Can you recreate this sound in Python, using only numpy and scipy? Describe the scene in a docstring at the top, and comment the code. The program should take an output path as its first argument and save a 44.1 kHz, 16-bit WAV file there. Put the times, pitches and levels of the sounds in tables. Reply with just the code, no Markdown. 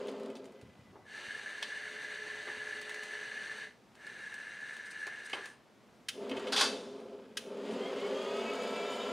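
"""A wooded yard, an electric log carrier a few metres away. It rolls to a stop on crackling leaf
litter. The lift runs twice: strokes and rubbing ring its housing in a rasping whine, the log bumps.
The brake clacks off and the carrier backs away with a steel clatter, then speeds up. Its gear teeth
shake the frame and hiss; the shaft's tones sing out with speed."""
import sys
import numpy as np
from scipy import signal
from scipy.fft import rfft, irfft, next_fast_len
from scipy.io import wavfile
from scipy.ndimage import uniform_filter1d, map_coordinates

SR = 44100
rng = np.random.default_rng(int(sys.argv[2]) if len(sys.argv) > 2 else 0)


def log_audio(samples):
    """Write samples as a 16-bit WAV file to the path given in sys.argv[1]."""
    # one column per channel
    frames = np.atleast_2d(samples).T
    # limit to full scale, then quantise
    limited = np.clip(frames, -1, 1)
    pcm = np.round(limited * 32767).astype(np.int16)
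    wavfile.write(sys.argv[1], SR, pcm)


N = 402175
TIME = np.arange(N) / SR
CRUISE_HZ = 300  # shaft speed

# frame resonances: pitch_hz, width_hz, level_db
FRAME_MODES = [(201, 27.6, -9), (223.5, 29, -2), (267.5, 22, -0.5), (403.7, 50.6, 2), (441, 146, -10.5),
               (514.4, 72, -2.5), (584, 175, -8.5), (678, 40, -8), (880, 68, -14), (1013, 78, -14.5),
               (1253, 300, -21)]
# spectrum of a small dry crack: freq_hz, level_db
CRACK_SPECTRUM = [(800, 7), (2500, 10), (6000, 2), (9500, 1.5), (12000, -14), (15500, -15)]


def amp(db):
    """Decibels to gain."""
    return 10 ** (np.asarray(db) / 20)


def unit(x):
    """Scales to rms 1."""
    return x / np.sqrt(np.mean(x ** 2) + 1e-20)


def bell(x, centre, span):
    """Smooth hump of height 1."""
    return np.exp(-((x - centre) / span) ** 2)


def add(mix, start_s, sound):
    """Lays a sound into the mix."""
    part = mix[max(round(start_s * SR), 0):][:len(sound)]
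    part += sound[:len(part)]


def colour(x, spectrum):
    """Filters by (freq_hz, level_db) points, falling away past the ends; rms 1."""
    size = next_fast_len(len(x))
    octave = np.log2(np.fft.rfftfreq(size, 1 / SR) + 1)
    hz, db = np.transpose(spectrum)
    outside_oct = abs(octave - np.clip(octave, np.log2(hz[0]), np.log2(hz[-1])))
    gain = amp(np.interp(octave, np.log2(hz), db) - 6.9 * outside_oct)
    return unit(irfft(rfft(x, size) * gain, size)[:len(x)])


def drift(rate_hz):
    """Smooth random motion up to about rate_hz; rms 1."""
    size = next_fast_len(N)
    hz = np.fft.rfftfreq(size, 1 / SR)
    return unit(irfft(rfft(rng.standard_normal(size)) * np.exp(-(hz / rate_hz) ** 2), size)[:N])


def ring(x, modes):
    """Steep resonances (pitch_hz, width_hz, level_db) that ring on after each push; rms 1."""
    size = next_fast_len(N)
    freq_hz = abs(np.fft.fftfreq(size, 1 / SR))
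    power = sum(amp(2 * db) / (1 + (2 * (freq_hz - hz) / width_hz) ** 2) ** 2
                for hz, width_hz, db in modes)
    minimum_phase = np.exp(signal.hilbert(np.log(power + 1e-12) / 2).conj())
    return unit(np.fft.ifft(np.fft.fft(x, size) * minimum_phase).real[:N])


def grains(per_s, spread_db):
    """Random impacts of uneven size; rms 1."""
    size = amp(spread_db * np.minimum(rng.exponential(1, N), 4))
    return unit(size * rng.choice([-1, 1], N) * (rng.random(N) < per_s / SR))


def burst(spectrum, t60_s, rise_s, tail_db, tail_t60_s, chatter_db=0):
    """Struck body with dense modes: a quick ring and a weaker, longer one."""
    t = np.arange(SR) / SR
    chatter = unit(amp(chatter_db * unit(uniform_filter1d(rng.standard_normal(SR), size=120))))
    decay = chatter * amp(-60 * t / t60_s) + amp(tail_db - 60 * t / tail_t60_s)
    return colour(rng.standard_normal(SR), spectrum) * decay * (1 - np.exp(-t / rise_s))


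def chime(modes, rise_s=0.0015):
    """Struck metal: each mode dies at its own rate."""
    t = np.arange(SR) / SR
    tones = sum(amp(db - 60 * t / t60_s) * np.sin(2 * np.pi * (hz * t + rng.random()))
                for hz, db, t60_s in modes)
    return tones * (1 - np.exp(-t / rise_s))


def swell(start_s, stop_s, db, rise_s, fall_db_per_s=215):
    """Gain that rises, holds and runs down."""
    rise = np.clip((TIME - start_s) / rise_s, 0, 1)
    return rise * amp(db - fall_db_per_s * np.maximum(TIME - stop_s, 0))


def by_speed(speed_hz, knee_hz, knee_db, db_per_hz):
    """Gain against shaft speed, with slopes (below, above) the knee."""
    return amp(knee_db + np.where(speed_hz < knee_hz, *db_per_hz) * (speed_hz - knee_hz))


def shaft_speed_hz():
    """Drive motor speed; zero while the lift works."""
    # three moves: time_s, speed_hz
    roll_in = [(0, 229), (.28, 221.1), (.5, 173), (.62, 135), (.75, 103), (.92, 40.13)]
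    back_off = [(6.11, 60), (6.159, 188.2), (6.22, 226), (6.5, 240), (6.721, 232), (6.92, 205), (7.15, 198),
                (7.35, 150)]
    drive_off = [(7.42, 172), (7.5, 219), (7.8, 246.8), (8.1, 283.2), (8.2, 303.5), (8.4, 320.8),
                 (8.6, 326.3), (8.8, 332.6), (9.12, 338)]
    arriving = np.interp(TIME, *np.transpose(roll_in), right=0)
    leaving = np.interp(TIME, *np.transpose(back_off + drive_off), left=0)
    return arriving + leaving


def forest_air():
    """Still air, barely stirring."""
    # air spectrum: freq_hz, level_db
    spectrum = [(15, -66), (25, -47), (49, -19), (69, -5.5), (86, -33), (110, -4), (183, -5.5), (215, 1.5),
                (274, -5.5), (313, -6), (421, -5), (4500, -24), (5140, -24.5), (10900, -35), (15500, -43)]
    stir = amp(0.7 * drift(2))
    return amp(-63) * colour(rng.standard_normal(N), spectrum) * stir


def yard_echoes(x, t60_s):
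    """Scattered echoes from trunks and sheds."""
    t = np.arange(SR // 2) / SR
    taps = rng.standard_normal(len(t)) * (rng.random(len(t)) < 2000 / SR)
    taps *= (t > 0.008) * amp(-60 * t / t60_s)
    taps = colour(taps, [(100, -33), (450, -2.5), (2000, 6), (4000, 11.5), (8000, 5), (15000, -43)])
    return signal.fftconvolve(x, taps / np.linalg.norm(taps))[:N]


def panels(x, echo_db, t60_s, count=40):
    """Short reflections in the frame comb the sound; thin steel returns only treble."""
    delay_s = rng.uniform(0.002, 0.05, count)
    taps = np.zeros(SR // 8)
    taps[(delay_s * SR).astype(int)] = rng.choice([-1, 1], count) * amp(-60 * delay_s / t60_s)
    highpass = signal.butter(2, 2200, "high", fs=SR, output="sos")
    taps = signal.sosfilt(highpass, taps / np.linalg.norm(taps))
    return x + amp(echo_db) * signal.fftconvolve(x, taps)[:N]


def ground_thuds():
    """Soft thuds through the ground."""
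    # thuds: start_s, level_db, t60_s
    thuds = [(0.625, -56.5, 0.37), (0.787, -53, 0.069), (0.881, -57, 0.091), (.903, -54, 0.085),
             (1.277, -61, 0.14), (2.57, -61, 0.11), (2.749, -62, 0.12), (6.315, -54, 0.065),
             (6.589, -58, 0.47)]
    # ground spectrum: freq_hz, level_db
    ground = [(20, -50), (55, -13), (105, 3.5), (170, -4.5), (280, -4), (450, -33)]
    out = np.zeros(N)
    for start_s, db, t60_s in thuds:
        add(out, start_s, amp(db) * burst(ground, t60_s, rise_s=0.0029, tail_db=-9, tail_t60_s=1))
    return out


def twigs(speed_hz, cruise_per_s=7, shapes=6):
    """Twigs and bark snap; litter crackles under the tyres, denser and harder with speed."""
    # loudest snaps: start_s, level_db
    snaps = [(0.071, -45), (.091, -45), (.115, -51), (.198, -50.5), (.26, -52), (.301, -52), (.368, -48),
             (0.4426, -51), (.455, -48.5), (0.6127, -51), (1.627, -40), (2.815, -39.5), (2.894, -37.5),
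             (2.9437, -38), (3.033, -38.5), (3.953, -52), (4.067, -47), (4.3412, -42), (4.7665, -43),
             (5.068, -36), (5.297, -40), (5.457, -38.5)]
    effort = (speed_hz / CRUISE_HZ) ** 4
    hit = rng.random(N) < cruise_per_s * effort / SR
    crackles = list(zip(TIME[hit], -47.5 + 10 * np.log10(effort[hit])))
    clicks = np.zeros((shapes, N))
    for k, (start_s, db) in enumerate(snaps + crackles):
        add(clicks[k % shapes], start_s, amp([db - 2]))
    out = np.zeros(N)
    for row in clicks:
        crack = burst(CRACK_SPECTRUM, t60_s=0.011, rise_s=0.00029,
                      tail_db=-11.5, tail_t60_s=0.11, chatter_db=1.8)
        out += signal.oaconvolve(row, crack)[:N]
    return out


def log_bumps():
    """The log bumps its bed; soft bumps are dull."""
    # bumps: start_s, level_db, t60_s, cutoff_hz
    bumps = [(0.929, -60, 0.15, 1000), (0.955, -50, 0.054, 1300), (2.471, -46, 0.18, 6000),
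             (5.068, -46, 0.071, 5900), (5.332, -39, 0.14, 5000), (5.366, -47.5, 0.18, 6000),
             (6.314, -36, 0.022, 4000)]
    # wood spectrum: freq_hz, level_db
    wood = [(130, -16), (250, -8), (390, 6), (620, -3.5), (800, 1), (1450, -2), (2300, -7), (3100, -6.5),
            (5200, -24), (9000, -41)]
    out = np.zeros(N)
    for start_s, db, t60_s, cutoff_hz in bumps:
        dulled = [(hz, band_db - 10 * np.log10(1 + (hz / cutoff_hz) ** 6)) for hz, band_db in wood]
        add(out, start_s, amp(db) * burst(dulled, t60_s, rise_s=0.0017, tail_db=-10, tail_t60_s=0.76))
    return out


def linkage_clinks():
    """The brake and lift linkage rings as it takes up slack."""
    # linkage modes: pitch_hz, level_db, t60_s
    modes = [(1990, -2, .045), (2180, 7, 0.048), (2560, 8, 0.043), (2870, -3, 0.037), (2926, 7, 0.054),
             (3125, 5.5, 0.062), (3400, -4, .035), (4830, -7, 0.078)]
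    # clinks: start_s, level_db
    clinks = [(0.086, -64), (.301, -64), (1.627, -47), (5.33, -39), (6.087, -45), (6.295, -56),
              (6.314, -46.5), (6.368, -49), (6.47, -50), (7.372, -50)]
    out = np.zeros(N)
    for start_s, db in clinks:
        add(out, start_s, amp(db) * chime(modes))
    return out


def brake():
    """The brake clacks off."""
    # releases: start_s, level_db
    releases = [(6.0845, -30), (7.370, -30.5)]
    # clack spectrum: freq_hz, level_db
    spectrum = [(530, -55), (900, -8), (1350, 7), (2310, 9.5), (2960, 14.5), (4330, 7), (6350, 5.5),
                (7320, -0.5), (10500, 1.5), (11800, -11), (15500, -14)]
    out = np.zeros(N)
    for start_s, db in releases:
        clack = burst(spectrum, t60_s=0.034, rise_s=0.0036, tail_db=-26.5, tail_t60_s=0.55)
        add(out, start_s, amp(db + 7) * clack)
    return out


def frame_jolts(db_per_oct=-33):
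    """The frame booms at each jolt, most near the jolt's pitch."""
    # jolts: start_s, level_db, pitch_hz
    jolts = [(6.3141, -31.5, 265), (7.725, -33, 210)]
    out = np.zeros(N)
    for start_s, db, pitch_hz in jolts:
        modes = [(hz, mode_db + db_per_oct * abs(np.log2(hz / pitch_hz)),
                  np.log(1000) / (np.pi * width_hz)) for hz, width_hz, mode_db in FRAME_MODES]
        add(out, start_s, amp(db) * chime(modes, rise_s=0.0022))
    return out


def strike_db(hz, pitch_hz, span_oct=0.48):
    """Where a part is struck favours the modes near one pitch."""
    return 5 * bell(np.log2(hz / pitch_hz), 0, span_oct)


def steel_clatter():
    """Steel parts strike: a crack of contact, a chattering crash, ringing modes."""
    # blows: start_s, level_db, t60_s, pitch_hz
    blows = [(0.082, -47.5, 0.074, 3500), (0.353, -50, 0.074, 4570), (1.626, -35.5, 0.08, 3740),
             (5.331, -42.5, .07, 4400), (6.295, -41.5, 0.042, 2530), (6.313, -44, 0.033, 2900),
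             (6.367, -46, 0.086, 3000), (6.395, -45, .04, 1600), (6.469, -44, 0.06, 3500),
             (6.482, -41.5, 0.043, 3200), (6.5214, -31, 0.27, 4600), (6.523, -34.5, 0.33, 1480),
             (6.562, -26.5, 0.2, 3470), (6.576, -28.5, .16, 3800), (6.592, -27.5, 0.27, 4750),
             (6.609, -23.5, 0.12, 5750), (6.6141, -23, 0.041, 4660), (6.6224, -31.5, 0.17, 1150),
             (6.638, -32.5, 0.24, 5500), (6.656, -40, 0.45, 3400)]
    # crash spectrum: freq_hz, level_db
    steel = [(350, -48), (600, -1), (726, -11), (798, 4.5), (979, -3), (1150, 1.5), (1250, -5), (1450, 3.5),
             (1930, -5), (2790, -4.5), (3470, 0.5), (4750, -5.5), (5900, -8), (7540, -12.5), (9300, -12.5),
             (11300, -24), (12500, -33), (15500, -43)]
    # steel frame modes: pitch_hz, level_db, t60_s
    modes = [(1150, -6, 0.17), (1340, -5, 0.26), (1520, -9, 0.25), (2640, -4.5, 0.41), (3080, -3.5, 0.23),
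             (3368, 0, 0.26), (3390, -7, .25), (3650, -9, 0.24), (3822, -10, 0.25), (4020, -7, 0.28),
             (4200, -4, .35), (4620, -1, 0.29), (4676, -3, 0.27), (4900, -7, 0.26), (6070, -5, .25),
             (6250, -12, .27), (9500, -14, 0.25)]
    contact = [(1500, 0), (6000, 0), (11000, -6), (15500, -15)]  # freq_hz, level_db
    out = np.zeros(N)
    for start_s, db, t60_s, pitch_hz in blows:
        spectrum = [(hz, band_db + strike_db(hz, pitch_hz)) for hz, band_db in steel]
        crash = burst(spectrum, t60_s, rise_s=0.00075, tail_db=-23.5, tail_t60_s=1, chatter_db=1.4)
        ringing = chime([(hz, mode_db + strike_db(hz, pitch_hz), ring_s)
                         for hz, mode_db, ring_s in modes])
        ringing *= min(t60_s / 0.22, 1)  # damped blows ring the frame less
        crack = burst(contact, t60_s=0.0084, rise_s=0.00018, tail_db=-39, tail_t60_s=0.1)
        add(out, start_s, amp(db - 1.5) * (crash + amp(-7.5) * crack + amp(-12) * ringing))
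    return out


def pivots():
    """Dry pivots give brief, thin, high scrapes."""
    # scrapes: centre_s, half_length_s, level_db
    scrapes = [(4.737, 0.013, -62), (4.866, 0.013, -58), (4.914, 0.011, -56), (5.008, 0.037, -66),
               (5.26, 0.011, -55), (5.345, 0.03, -60), (5.477, 0.062, -63), (6.72, 0.049, -71),
               (7.724, .03, -64), (8.93, 0.031, -63)]
    # scrape spectrum: freq_hz, level_db
    spectrum = [(5000, 0), (7500, -5.5), (8400, 2), (9000, -4), (9550, 3.5), (10100, -14), (12000, -18),
                (14000, -22), (15500, -30)]
    envelope = sum(amp(db) * bell(TIME, centre_s, half_s) for centre_s, half_s, db in scrapes)
    return colour(grains(3000, 1.5), spectrum) * envelope


def lift_hum():
    """The lift motor hums as it takes the log's weight."""
    # motor tones: pitch_hz, level_db
    tones = [(425.4, 0), (594, -8), (2008, -1)]
    # hum envelope: time_s, level_db
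    envelope = [(1.04, -73), (1.4, -67), (1.9, -55.5), (2.6, -53.5), (3.15, -54.5), (3.45, -60),
                (3.68, -59), (3.9, -130)]
    clock_s = np.cumsum(1 + 0.0034 * drift(12)) / SR
    hum = sum(amp(db) * (1 + 0.33 * drift(22)) * np.sin(2 * np.pi * hz * clock_s) for hz, db in tones)
    return amp(np.interp(TIME, *np.transpose(envelope))) * hum


def strokes(rate_hz, spread_db):
    """One blunt push a turn, uneven in time and strength."""
    turns = np.cumsum(rate_hz * (1 + 0.16 * drift(40))) / SR
    strength = amp(spread_db * np.clip(rng.standard_normal(N), -2, 1))
    pushes = np.diff(np.floor(turns), prepend=0) * strength
    return colour(pushes, [(800, -2), (1800, 0), (2600, -7), (4500, -10), (12000, -22)])


def lift():
    """Strokes and rubbing ring the housing; under load it turns slower, rasps and strains more."""
    # runs: start_s, stop_s, level_db, stroke_hz, rasp_db, strain_db, pitch_ratio
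    runs = [(1.04, 3.64, -44.5, 56, -7.5, -14, 1.001), (3.947, 5.455, -46, 72, -10.5, -24, 0.995)]
    # housing resonances, overtones under load: pitch_hz, width_hz, level_db
    housing = [(1741, 136, 3.5), (1642, 275, -4.5), (2130, 205, -7.5), (2820, 530, -19), (4140, 220, -22.5),
               (5780, 380, -29), (8300, 840, -30.5), (9470, 220, -26.5)]
    strain_modes = [(2610, 130, -5), (2980, 290, 1), (3530, 110, -1), (4120, 170, -4.5), (4480, 180, -.5)]
    # dry rasp: freq_hz, level_db
    rasp_spectrum = [(190, -13), (400, -0.5), (700, -4), (1200, -4), (2800, -1), (3280, -9), (3800, -3),
                     (4500, -10), (5400, -16.5), (6050, -8), (7200, -17), (8300, -13.5), (9500, -19.5),
                     (9900, -23), (11500, -27.5), (12200, -35), (15500, -41)]
    # surges and sags of the whine: time_s, level_db
    surges = [(1.18, -1), (1.23, -3), (1.3, 3), (1.43, -3), (1.48, 2.0), (1.5, -2), (1.88, 1.5),
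              (1.93, -2.0), (1.98, 1.5), (2.45, -2), (2.48, 0.5), (2.78, 1.0), (2.83, -4.5), (2.9, 0.5),
              (3.1, -2.5), (3.15, 3.5), (3.2, 0.5), (3.62, 0.5), (4.08, -1), (4.15, -5), (4.2, 1.5),
              (4.35, -1.0), (4.5, 1.5), (4.6, -2.5), (4.68, 3.5), (4.83, -3.5), (4.88, 1.5), (4.93, -1.5),
              (5.08, 3.5), (5.25, -2.5), (5.3, 0)]
    rasp = colour(grains(7000, 1.3), rasp_spectrum) * amp(0.9 * drift(33))
    strain = ring(grains(900, 1), strain_modes)
    out = np.zeros(N)
    for start_s, stop_s, db, stroke_hz, rasp_db, strain_db, pitch_ratio in runs:
        pushes = amp(-13.5) * strokes(stroke_hz, spread_db=2.2)
        rubbing = grains(1200, 0.9)
        modes = [(hz * pitch_ratio, width_hz, mode_db) for hz, width_hz, mode_db in housing]
        whine = ring(pushes + rubbing, modes)
        wobble_s = 0.00008 * drift(16)  # drifting delay bends the pitch
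        whine = map_coordinates(whine, [(TIME + wobble_s) * SR], order=3, mode="nearest")
        whine *= amp(np.interp(TIME, *np.transpose(surges)) - 0.3)
        running = whine + amp(rasp_db) * rasp + amp(strain_db) * strain
        out += swell(start_s, stop_s, db, rise_s=0.15) * running
    return out * amp(0.08 * drift(5.9))


def frame_drone(speed_hz, turns, singing):
    """Tooth impacts and slow gear tones shake the frame, in sympathy near one speed."""
    # gear tones: shaft_multiple, level_db
    gears = [(1.21, -18), (1.29, -15.5), (1.42, -9.5), (1.505, -12), (1.8, -7.5), (2.03, -9.5),
             (2.12, -8.5), (2.68, -7.5)]
    tones = sum(amp(db) * np.sin(2 * np.pi * k * turns + 0.5 * drift(32)) for k, db in gears)
    sympathy = amp(3.1 * bell(speed_hz, 292, 10))
    shaking = grains(9000, 0.4) + amp(-7) * singing ** 0.66 * sympathy * tones
    drone = colour(ring(shaking, FRAME_MODES), [(40, -14), (170, 3), (4000, -1)])
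    return by_speed(speed_hz, knee_hz=245, knee_db=-38.5, db_per_hz=(0.19, -0.0277)) * drone


def gear_mesh(speed_hz, turns, singing):
    """Teeth hiss, uneven contact flutters the tones; litter crunches under the tyres, more with speed."""
    # hiss spectrum: freq_hz, level_db
    spectrum = [(440, -8.5), (750, 0), (1110, -2), (1290, -4), (1780, -6.5), (2290, -8.5), (3100, -6),
                (4260, -14.5), (4890, -13), (5480, -22), (6890, -19.5), (11700, -36), (15500, -47)]
    # motor tones: shaft_multiple, level_db, flutter_depth
    orders = [(3, -12, 0), (4, -1.5, 0.3), (5, -21, 0.1), (6, -27, .5), (7, -14, 0.9), (8, -15, .8),
              (9, -14.5, .8), (10, -21, .8), (11, -13, 0.9)]
    # fuzzy gear whistles: shaft_multiple, width_hz, level_db
    whistles = [(6.9, 110, -27), (11, 310, -16), (14.76, 210, -14), (20.8, 240, -15), (35.4, 300, -31)]
    scrape = (1 + 0.11 * np.cos(2 * np.pi * turns)) * grains(12000, 2.3)
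    # the same teeth meet a turn later, gathering the hiss into partials
    last_turn = np.interp(turns - 1, turns, scrape)
    hiss = amp(-1.5) * colour(scrape + 0.35 * last_turn, spectrum)
    tones = sum(amp(db) * (1 + flutter * drift(30)) * np.cos(2 * np.pi * k * turns)
                for k, db, flutter in orders)
    tones += sum(amp(db) * drift(width_hz) * np.sin(2 * np.pi * k * turns + drift(width_hz))
                 for k, width_hz, db in whistles)
    impacts = grains(300, 1.6)
    tick = burst(CRACK_SPECTRUM, t60_s=0.011, rise_s=0.0003, tail_db=-17, tail_t60_s=0.079)
    rattle = colour(signal.oaconvolve(impacts, tick)[:N], spectrum)
    gain = by_speed(speed_hz, knee_hz=237.5, knee_db=-48, db_per_hz=(0.64, 0.047))
    return gain * (hiss + singing * tones) + amp(-66) * np.sqrt(speed_hz / CRUISE_HZ) * rattle


def tone_flares(turns):
    """Tones flare at set times, as if sweeping through frame or panel resonances."""
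    # flares: centre_s, half_length_s, shaft_multiple, level_db
    flares = [(7.843, 0.031, 1.64, -38), (7.855, 0.052, 12.6, -50.5), (7.87, .06, 8.25, -52.5),
              (8.03, .1, 7.85, -52.5), (8.06, 0.045, 1.46, -44), (8.177, 0.17, 10.8, -50.5),
              (8.336, 0.035, 8, -51), (8.438, 0.08, 9, -57), (8.495, 0.051, 8, -47), (8.536, 0.11, 7, -49),
              (8.775, 0.032, 8, -50), (8.792, 0.097, 7, -48.5), (8.801, 0.099, 10, -56),
              (8.983, 0.11, 1.51, -41), (8.9, 0.055, 9, -49), (9.013, .04, 7, -56),
              (9.026, 0.057, 9, -47.5)]
    phase_rad = 2 * np.pi * turns + 0.15 * drift(70)
    tones = sum(amp(db) * bell(TIME, centre_s, half_s) * np.sin(k * phase_rad)
                for centre_s, half_s, k, db in flares)
    return tones * (1 + 0.35 * drift(50))


def drive(speed_hz):
    """One shaft turns all the gears; its tones stand out with speed."""
    # prominence of the tones: speed_hz, level_db
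    prominence = [(250, -16), (280, -8), (320, -3)]
    turns = np.cumsum(speed_hz * (1 + 0.004 * drift(35))) / SR
    singing = amp(np.interp(speed_hz, *np.transpose(prominence)))
    drone = frame_drone(speed_hz, turns, singing)
    return drone + gear_mesh(speed_hz, turns, singing) + tone_flares(turns)


def scene():
    """Machine straight ahead; only the echoes and the low air have width."""
    speed_hz = shaft_speed_hz()
    near = drive(speed_hz)
    blows = brake() + frame_jolts() + linkage_clinks() + steel_clatter() + log_bumps() + ground_thuds()
    near += panels(blows + twigs(speed_hz), echo_db=-8, t60_s=0.042)
    near += panels(lift() + lift_hum() + pivots(), echo_db=-7, t60_s=0.13)
    near += forest_air()
    echoes = amp(-26.5) * yard_echoes(near, t60_s=0.21)
    low_air = amp(-74) * colour(rng.standard_normal(N), [(30, -7), (65, -11), (150, -3), (1000, -14.5)])
    wide = echoes + low_air
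    return np.array([near + wide, amp(-0.4) * (near - wide)])


def record(dry):
    """Steep band limit."""
    lowpass = signal.firwin(511, cutoff=15800, window=("kaiser", 9), fs=SR)
    return signal.oaconvolve(dry, lowpass[None], "same")


dry = scene()
out = record(dry)
log_audio(out)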